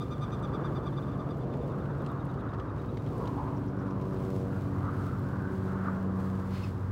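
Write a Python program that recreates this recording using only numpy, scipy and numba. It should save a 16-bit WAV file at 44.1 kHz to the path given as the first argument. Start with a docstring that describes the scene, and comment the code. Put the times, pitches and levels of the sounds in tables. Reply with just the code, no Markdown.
"""Whistling wings and a throbbing engine come first: sea ducks fly low past a small idling boat.
Their feathers whistle on every downstroke and fade away, while the engine slows a little.
A far motor drones in across the bay. Water washes, gulps and ticks near the hull.
Near the end something close by, probably a waterproof sleeve, swishes with a small squeak."""
import sys
import numpy as np
from scipy import signal
from scipy.fft import rfft, irfft
from scipy.io import wavfile
from scipy.ndimage import uniform_filter1d
from numba import njit

SR = 44100
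rng = np.random.default_rng(int(sys.argv[2]) if len(sys.argv) > 2 else 0)


def unload_wav(signal):
    """Save mono or channel-first audio to the path in sys.argv[1] as 16-bit WAV at rate SR, clipped to [-1, 1]."""
    wavfile.write(
        sys.argv[1],
        SR,
        np.round(np.clip(np.atleast_2d(signal).T, -1, 1) * 32767).astype(np.int16),
    )


N = 304731
TIME = np.arange(N) / SR


def undb(db):
    """Turn decibels into a number to multiply by."""
    return 10 ** (np.asarray(db) / 20)


def unit(x):
    """Scale a signal to an average strength (rms) of one."""
    return x / np.sqrt(np.mean(x ** 2))


def curves(table):
    """Join rows of (t/s, values...) with straight lines, one curve for each column of values."""
    times, *columns = np.transpose(table)
    return [np.interp(TIME, times, column) for column in columns]


def wander(per_second):
    """A random wobble: pick new values at this rate and smooth them twice."""
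    hold = max(int(SR / per_second), 1)
    steps = np.repeat(rng.standard_normal(N // hold + 1), hold)
    return unit(uniform_filter1d(uniform_filter1d(steps, hold), hold)[:N])


def coloured(x, colour):
    """Shape a sound's lows and highs with rows of (f/Hz, relative level/dB)."""
    hz, db = np.transpose(colour)
    f = np.maximum(np.fft.rfftfreq(N, 1 / SR), 1)
    gain = undb(np.interp(np.log(f), np.log(hz), db))
    return unit(irfft(rfft(x) * gain, N))


@njit
def resonate(x, hz, width_hz):
    """A band-pass filter: it keeps the sound near a frequency that may move."""
    out, band_state, low_state = np.empty(len(x)), 0., 0.
    for i in range(len(x)):
        g, damping = np.tan(np.pi * hz[i] / SR), width_hz / hz[i]
        v = (band_state + g * (x[i] - low_state)) / (1 + g * (g + damping))
        band_state, low_state = 2 * v - band_state, low_state + 2 * g * v
        out[i] = damping * v
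    return out


def noise_band(hz, width_hz, samples=N):
    """Noise around one frequency, filtered twice for steep sides."""
    centre = np.full(samples, hz, dtype=float)
    once = resonate(rng.standard_normal(samples), centre, float(width_hz))
    return unit(resonate(once, centre, float(width_hz)))


def crackle(per_second, spread_db):
    """Tiny random clicks, most of them faint and a few loud."""
    hits = (rng.random(N) < per_second / SR) * rng.choice([-1, 1], N)
    return hits * undb(spread_db * np.minimum(rng.exponential(size=N), 4))


# how loud the low rumble and the fine hiss are: t/s, relative level/dB
RUMBLE_LEVEL = [(.2, -43), (.6, -39.5), (1.1, -42), (1.55, -40.5), (2.1, -41), (2.9, -43.5), (3.25, -41.5),
                (3.9, -44), (4.4, -44), (5.3, -44), (6.1, -43.5), (6.6, -48)]
HISS_LEVEL = [(0.05, -75.5), (1.37, -79.5), (2.1, -76), (2.44, -81), (2.73, -79.5), (3.0, -75.5),
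              (3.26, -71), (3.5, -75), (3.73, -78), (3.96, -75.5), (4.35, -69), (4.72, -73), (5.07, -70),
              (5.2, -74), (5.84, -71.5), (5.98, -74), (6.09, -77.5), (6.24, -70), (6.44, -72),
              (6.69, -69.5), (6.77, -74)]
# their lows and highs: f/Hz, relative level/dB
RUMBLE_COLOUR = [(25, -41), (36, -11), (50, -3.5), (75, 1), (130, 3.5), (200, 1.5), (260, -1), (340, -2),
                 (450, -5.5), (700, -11.5), (1200, -20), (2000, -47.5), (4000, -81)]
HISS_COLOUR = [(1000, -10), (2000, 15), (3000, 10.5), (4500, 9.5), (6000, 6), (8000, 4.5), (9200, 2.5),
               (11500, 1.5), (13200, 0), (14500, 2), (15500, 2)]
def background():
    """A low rumble, small ripples and a thin crackly hiss, later probably rustling clothes."""
    rumble = coloured(rng.standard_normal(N), RUMBLE_COLOUR) * undb(curves(RUMBLE_LEVEL)[0] + 4.5)
    grain = rng.standard_normal(N) + undb(-6.5) * unit(crackle(160, spread_db=4))
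    hiss = coloured(grain, HISS_COLOUR) * undb(curves(HISS_LEVEL)[0] + 6.5 + 1.2 * wander(14))
    patter = coloured(crackle(40, spread_db=2.2), [(1000, -8), (2500, 4), (4000, -3), (9000, -19.5)])
    ripples = undb(-69) * (noise_band(2130, width_hz=2700) + undb(-6) * patter)
    return rumble + hiss + ripples


# the far motor's pitch: t/s, f/Hz
MOTOR_PITCH = [(3.4, 95.3), (4.5, 95.1), (6.3, 94.4)]
# its first four harmonics (tones at multiples of the pitch), then the higher ones: t/s, level/dB
MOTOR_FIRST = [(0, -70), (4, -58), (4.65, -36), (5.3, -42.5), (5.7, -37.5), (6.9, -37)]
MOTOR_SECOND = [(0, -73), (3.05, -61), (3.7, -40), (4.1, -41), (4.8, -43.5), (5.2, -39.5), (5.5, -39),
                (5.85, -34), (6.42, -35), (6.9, -49)]
MOTOR_THIRD = [(0, -66), (1.5, -50), (2.9, -52.5), (3.4, -41), (4.6, -45), (6.9, -53.5)]
MOTOR_FOURTH = [(0, -69), (2.4, -59), (2.8, -47.5), (3.3, -52), (3.8, -49), (4.35, -43), (4.9, -66),
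                (5.5, -46), (6.1, -55)]
MOTOR_HIGHER = [(0, -59), (2.6, -58), (3.15, -51), (3.6, -55.5), (4.0, -47.5), (4.4, -46), (4.85, -59),
                (5.55, -55), (6.35, -53.5), (6.9, -60)]
# the mix of those higher harmonics: multiple of the pitch, relative level/dB
MOTOR_HIGHER_MIX = [(5, 0), (6, -5.5), (7, -9.5), (8, -16)]
def far_motor(waver_db=1.5):
    """A far motor runs at a nearly steady speed; its tones waver on their way over the water."""
    hz = curves(MOTOR_PITCH)[0] * (1 + .001 * wander(.99))
    phase = 2 * np.pi * np.cumsum(hz) / SR
    low = sum(undb(curves(level)[0] + waver_db * wander(5.8)) * np.sin(k * phase + .11 * wander(2.27))
              for k, level in enumerate((MOTOR_FIRST, MOTOR_SECOND, MOTOR_THIRD, MOTOR_FOURTH), 1))
    high = sum(undb(db + 1.2 * wander(2.54)) * np.sin(k * phase + .087 * wander(5))
               for k, db in MOTOR_HIGHER_MIX)
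    return np.sqrt(2) * (low + undb(curves(MOTOR_HIGHER)[0]) * high)


# the steady wash between waves: t/s, level/dB
WASH_LEVEL = [(0, -60), (1.5, -52), (3, -53), (6.9, -49.5)]
# the lows and highs of its foam: f/Hz, relative level/dB
WASH_COLOUR = [(400, -2.5), (700, -8), (950, 3), (1150, 3.5), (1350, -1.5), (1600, -4.5), (1800, -11.5),
               (2100, -18), (2800, -47), (5000, -62)]
# sloshing waves: middle t/s, length/s, start f/Hz, end f/Hz, bubble level/dB, foam level/dB
WAVES = [(.56, 0.81, 1270, 1195, -50, -47.5), (1.12, 0.43, 1110, 1220, -52, -51.5),
         (1.752, 0.14, 1020, 1250, -46, -58), (1.87, 0.11, 1400, 1480, -54, -59),
         (2.075, 0.3, 1290, 1120, -49.5, -48.5), (2.55, 0.68, 1360, 1160, -51.5, -48.5),
         (3.246, 0.24, 1080, 920, -44, -66), (3.46, 0.25, 914, 994, -43, -62),
         (3.822, 0.22, 1500, 1360, -53, -53), (3.947, 0.32, 1120, 950, -48, -64),
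         (4.21, 0.41, 1150, 1040, -56.5, -50.5), (4.547, 0.098, 1440, 1450, -53, -64),
         (4.836, 0.33, 1100, 1280, -49.5, -47), (5.035, 0.32, 1300, 1310, -48, -56),
         (5.412, 0.52, 1470, 1550, -53, -51), (5.834, 0.31, 1390, 1410, -47, -43),
         (6.353, 0.8, 1260, 1090, -65, -50)]
def waves(flicker_db=1.8, churn_db=1.32):
    """Each wave swells the foam and folds in ringing bubbles, whose pitch glides as they change size."""
    bubbles, foam_power = np.zeros(N), undb(curves(WASH_LEVEL)[0]) ** 2
    for middle, length, start_hz, end_hz, bubble_db, foam_db in WAVES:
        at = np.flatnonzero(np.abs(TIME - middle) < 1.2 * length)
        progress = (TIME[at] - middle) / length
        swell = np.exp(-3 * progress ** 2)
        hz = np.interp(progress, [-.5, .5], [start_hz, end_hz])
        bubbles[at] += noise_band(hz, width_hz=290, samples=len(at)) * undb(bubble_db) * swell
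        foam_power[at] += (undb(foam_db) * swell) ** 2
    fizz = rng.standard_normal(N) + undb(-5.5) * unit(crackle(500, spread_db=2.5))
    foam = coloured(fizz, WASH_COLOUR) * np.sqrt(foam_power)
    return bubbles * undb(flicker_db * wander(70)) + foam * undb(churn_db * wander(35))


# hollow gulps: middle t/s, length/s, f/Hz, level/dB
GULPS = [(.62, 0.4, 385, -42), (1.36, 0.51, 584, -49.5), (1.6, 0.42, 440, -42.5), (3.196, .2, 420, -42.5)]
def gulps():
    """Big pockets of air ring low as a wave runs under the hull."""
    return sum(undb(db) * np.exp(-3 * ((TIME - middle) / length) ** 2) * noise_band(hz, width_hz=270)
               for middle, length, hz, db in GULPS)


# ticks of water: t/s, relative level/dB, f/Hz, relative spray level/dB
SPLASHES = [(1.538, -55.5, 2500, -32), (1.6822, -64, 2200, -25), (1.8538, -62, 2400, -22),
            (2.0469, -66, 2900, -25), (2.0627, -53.5, 2800, -5), (2.341, -62, 3000, -25),
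            (2.4894, -64, 2300, -25), (2.5351, -58.5, 3300, -16), (2.598, -56, 3200, -16),
            (2.6565, -65, 2300, -25), (2.7797, -61, 2200, -28), (2.8474, -62, 2500, -23),
            (2.9403, -64, 2200, -23), (2.9718, -51.5, 2100, -14), (3.062, -54, 2600, -25),
            (3.0734, -60, 2500, -20), (3.256, -58, 3400, -24), (3.274, -52.5, 3100, -19),
            (4.1629, -58.5, 2700, -19)]
def splashes(attack_s=.00016, decay_s=.0055):
    """Each small splash is a quick burst of noise with its own pitch and a little bright spray."""
    body, spray = np.zeros(N), np.zeros(N)
    for start, db, hz, spray_db in SPLASHES:
        at = np.flatnonzero((TIME > start) & (TIME < start + .06))
        age = TIME[at] - start
        burst = undb(db) * np.exp(-age / decay_s) * (1 - np.exp(-age / attack_s))
        body[at] += burst * noise_band(hz, width_hz=2300)[at]
        spray[at] += burst * undb(spray_db)
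    return undb(3.5) * body + undb(-2) * spray * noise_band(7500, width_hz=5000)


def droplets(spread_s=.06):
    """Fine droplets patter around each of the splashes above."""
    cloud = sum(undb(db - 29) * np.exp(-((TIME - t) / spread_s) ** 2) for t, db, *_ in SPLASHES)
    colour = [(1000, -7), (2500, -3), (4500, -4), (8000, -17), (15000, -13)]
    return cloud * coloured(crackle(60, spread_db=4.6), colour)


# short blips in the wash: t/s, relative level/dB, starting f/Hz
BLIPS = [(1.356, -44, 657), (1.663, -32, 665), (5.13, -32, 1280), (5.883, -25, 1240)]
def blips(attack_s=.0005, decay_s=.0046, rise_per_s=3):
    """Very short, faint tonal blips sound in the wash, each rising a little in pitch."""
    out = np.zeros(N)
    for start, db, hz in BLIPS:
        at = np.flatnonzero((TIME > start) & (TIME < start + .06))
        age = TIME[at] - start
        loudness = undb(db - 1.5) * (1 - np.exp(-age / attack_s)) * np.exp(-age / decay_s)
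        out[at] += loudness * np.sin(2 * np.pi * hz * age * (1 + rise_per_s * age / 2))
    return out


# thin dry clicks: t/s, relative level/dB, f/Hz
CLICKS = [(.428, -50, 7000), (1.384, -52, 13500), (1.983, -55, 9000), (2.117, -50, 10000),
          (2.255, -52, 10500), (3.180, -48, 8000), (3.596, -57, 14500), (5.194, -46, 14500)]
def clicks(decay_s=.00075):
    """Very short bursts of high noise sound like dry clicks."""
    out = np.zeros(N)
    for start, db, hz in CLICKS:
        burst = (TIME > start) * np.exp(-np.abs(TIME - start) / decay_s)
        out += undb(db - 4.5) * burst * noise_band(hz, width_hz=7000)
    return out


# the engine's low throb, exhaust note and rough buzz: multiple of the cycle rate, relative level/dB
THROB_TONES = [(4, -28), (6, -9.5), (7, -33), (8, -9), (10, -5), (11, -1.5)]
EXHAUST_TONES = [(12, -5), (13, -1.5), (14, 0), (15, -11.5), (16, -13.5), (18, -9)]
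BUZZ_TONES = [(24, 1), (26, 0.5), (28, -2.5), (35, -6), (37, -1.5)]
# how loud each is: t/s, throb level/dB, exhaust level/dB, buzz level/dB
ENGINE_LEVELS = [(0, -41.5, -39, -49), (1.0, -42.5, -37.5, -48), (2.15, -49.5, -36.5, -52),
                 (2.5, -40.5, -43.5, -50), (3.6, -40, -39.5, -44.5), (5.2, -39.5, -37, -44.5),
                 (6.0, -47, -43.5, -48), (6.9, -39.5, -42, -47)]
def boat_engine(start_hz=10.335, slowing_hz_per_s=.0755):
    """Unequal cylinders make tones at many multiples of the cycle rate, which beat into a throb."""
    cycle = 2 * np.pi * np.cumsum(start_hz - slowing_hz_per_s * TIME) / SR + .028 * wander(5)
    out = np.zeros(N)
    for tones, level_db in zip((THROB_TONES, EXHAUST_TONES, BUZZ_TONES), curves(ENGINE_LEVELS)):
        note = sum(undb(db + .29 * wander(2.5)) * np.sin(k * cycle + 1.36 * rng.standard_normal())
                   for k, db in tones)
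        out += unit(note) * undb(level_db)
    return out


# swishes of cloth: middle t/s, length/s, level/dB
SWISHES = [(6.565, 0.053, -52), (6.653, 0.042, -54.5)]
# their lows and highs: f/Hz, relative level/dB
SWISH_COLOUR = [(1000, 1), (2000, 2.5), (2800, 0), (3700, -2), (4050, -5), (4350, 2.5), (4650, -9),
                (4950, -1.5), (5400, -11), (6000, -10), (8500, -17), (13000, -20), (15300, -19)]
# the squeak in the second swish: t/s, f/Hz, level/dB
SQUEAK = [(6.615, 3000, -90), (6.629, 2860, -61), (6.636, 2670, -48), (6.641, 2580, -45.5),
          (6.649, 2530, -49), (6.665, 2520, -90)]
def sleeve():
    """Smooth cloth slides twice, finely crackling, and catches once with a falling squeak."""
    slide = sum(undb(db) * np.exp(-((TIME - middle) / length) ** 2) for middle, length, db in SWISHES)
    rub = coloured(rng.standard_normal(N) + undb(-9) * unit(crackle(600, spread_db=3)), SWISH_COLOUR)
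    hz, db = curves(SQUEAK)
    phase = 2 * np.pi * np.cumsum(hz * (1 + .022 * wander(900))) / SR
    squeak = undb(db) * (np.sin(phase) + undb(-9) * np.sin(2 * phase))
    catching = (TIME > SQUEAK[0][0]) & (TIME < SQUEAK[-1][0])
    return slide * rub + catching * squeak


def wing_flicks(first_s=3.573, beat_s=.112, length_s=.011, fade_db_per_s=5):
    """Air rushes briefly through the feathers, once a wingbeat for six beats."""
    puffs = sum(undb(-68.5 - fade_db_per_s * age) * np.exp(-((TIME - first_s - age) / length_s) ** 2)
                for age in beat_s * np.arange(6))
    return puffs * noise_band(5600, width_hz=1100)


# how fast the farther duck flaps: t/s, wingbeat rate/Hz
FAR_FLAP_RATE = [(0, 9.6), (.55, 8.9), (.85, 9.1), (1.05, 10.38), (2.7, 10.1), (3.16, 9.6)]
# its whistle: t/s, f/Hz, relative level/dB
FAR_WHISTLE = [(0, 1185, -67), (.3, 1188, -69), (.55, 1174, -74.5), (.82, 1185, -72.5), (.95, 1190, -68.5),
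               (1.13, 1192, -67), (1.3, 1188, -74), (1.8, 1225, -70.5), (2.2, 1246, -67.5),
               (2.45, 1258, -68.5), (2.9, 1270, -67.5), (3.16, 1255, -73)]
def far_strokes(first_s=.062, length_s=.034, dull_db=-4):
    """List the farther duck's short, duller whistles, one a wingbeat, in rows like NEAR_STROKES."""
    hz, db = curves(FAR_WHISTLE)
    beats = np.cumsum(curves(FAR_FLAP_RATE)[0]) / SR
    beats -= np.interp(first_s, TIME, beats)
    new_beat = np.diff(np.floor(beats)) > 0
    middles = np.flatnonzero(new_beat & (TIME[1:] < FAR_WHISTLE[-1][0]))
    return [(TIME[i], length_s, hz[i], db[i], dull_db, dull_db) for i in middles]


def stroke_shape(progress, peak_at=.15, rise=.03, fall=.115, max_drop=.17):
    """Pitch climbs with wing speed, then falls. Progress is -1 to 1 over a stroke; the tail runs on."""
    sag = np.where(progress < peak_at, rise, fall) * (progress - peak_at) ** 2
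    bend = 1.006 - max_drop * np.tanh(sag / max_drop)
    onset = 1 / (1 + np.exp(-22 * (progress + .92)))
    tail = undb(-13.5) * np.exp(-1.3 * np.abs(progress - .5))  # sings on weakly as the wing slows
    return bend, onset * np.hypot(np.exp(-1.4 * progress ** 2), tail)


# the tones in a feather's whistle: multiple of the pitch, relative level/dB
FEATHER_TONES = [(1, 12), (2, -8.5), (3, -.5), (4, -13.5), (5, -15), (6, -24), (7, -22.5), (8, -31),
                 (9, -29)]
# a duck's two wings whistle slightly apart: pitch ratio, delay/s, relative level/dB
WING_PAIR = [(1, 0, 0), (.945, .006, -11.5)]
# the nearer duck's downstrokes:
# middle t/s, length/s, f/Hz, relative level/dB, boost of tone 4/dB, boost of higher tones/dB
NEAR_STROKES = [(.022, .044, 1212, -56, 3, 0), (.126, .046, 1206, -56, -2, -1),
                (.232, .052, 1206, -54.5, -1, 0), (.336, .048, 1212, -56.5, 0, 1),
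                (.444, .042, 1203, -57.5, -1, 0), (.548, .044, 1188, -55.5, -4, -4),
                (.657, .048, 1184, -58.5, 1, -3), (.767, .04, 1186, -58, 1, -3),
                (.871, .04, 1182, -57.5, 5, -3), (.981, .032, 1187, -57.5, 4, -3),
                (1.09, .03, 1182, -65.5, 1, 0), (1.205, .036, 1186, -66, 4, 0),
                (1.311, .032, 1188, -64, 6, 1), (1.422, .03, 1182, -67.5, 1, -2),
                (1.53, .03, 1172, -71, 1, -2), (1.642, .03, 1166, -70, -2, -4)]
def wing_whistles(rasp_db=3, scatter_db=1.2, twist_db=2.2, echo_s=.001463):
    """Each downstroke sets a feather in each wing whistling, with a rush of air around it."""
    whistle, gust = np.zeros(N), np.zeros(N)
    wavers = [1 + .008 * wander(1200) for _ in WING_PAIR]
    rasps = [rasp_db * wander(700) for _ in FEATHER_TONES]
    for middle, length, hz, db, fourth_db, higher_db in np.vstack([NEAR_STROKES, far_strokes()]):
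        offsets, twists = rng.standard_normal((2, len(FEATHER_TONES)))
        for (ratio, delay, wing_db), waver in zip(WING_PAIR, wavers):
            at = np.flatnonzero(np.abs(TIME - middle - delay) < length)
            progress = (TIME[at] - middle - delay) / length * 2
            bend, loudness = stroke_shape(progress)
            swell = undb(db + wing_db + 3) * loudness
            phase = 2 * np.pi * np.cumsum(hz * ratio * waver[at] * bend) / SR
            for (k, tone_db), rasp, offset, twist in zip(FEATHER_TONES, rasps, offsets, twists):
                mix_db = tone_db + fourth_db * (k == 4) + higher_db * (k > 4)
                # the feather twists and flutters, so the mix of its tones shifts
                shift_db = scatter_db * offset + twist_db * twist * progress + rasp[at]
                whistle[at] += swell * undb(mix_db + shift_db) * np.sin(k * phase)
            gust[at] += swell
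    air_colour = [(800, -20), (2000, -8), (2800, -3), (3350, 29), (3900, 16), (4700, 18),
                  (6500, 0), (10000, -12), (15000, -22)]
    direct = whistle + undb(-14.5) * gust * coloured(rng.standard_normal(N), air_colour)
    echo = undb(-14) * np.interp(TIME - echo_s, TIME, direct)  # bounces off the water just below
    return direct + echo


def scene():
    """Add background, water, small sounds, engines, sleeve and ducks into one channel."""
    water = waves() + gulps() + splashes() + droplets()
    engines = far_motor() + boat_engine()
    ducks = wing_flicks() + wing_whistles()
    return (background() + water + blips() + clicks() + engines + sleeve() + ducks)[None]


def record(dry):
    """A steep filter cuts the very highest treble, above 15800 Hz."""
    return signal.sosfilt(signal.ellip(10, .1, 80, 15800, fs=SR, output="sos"), dry)


dry = scene()
out = record(dry)
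unload_wav(out)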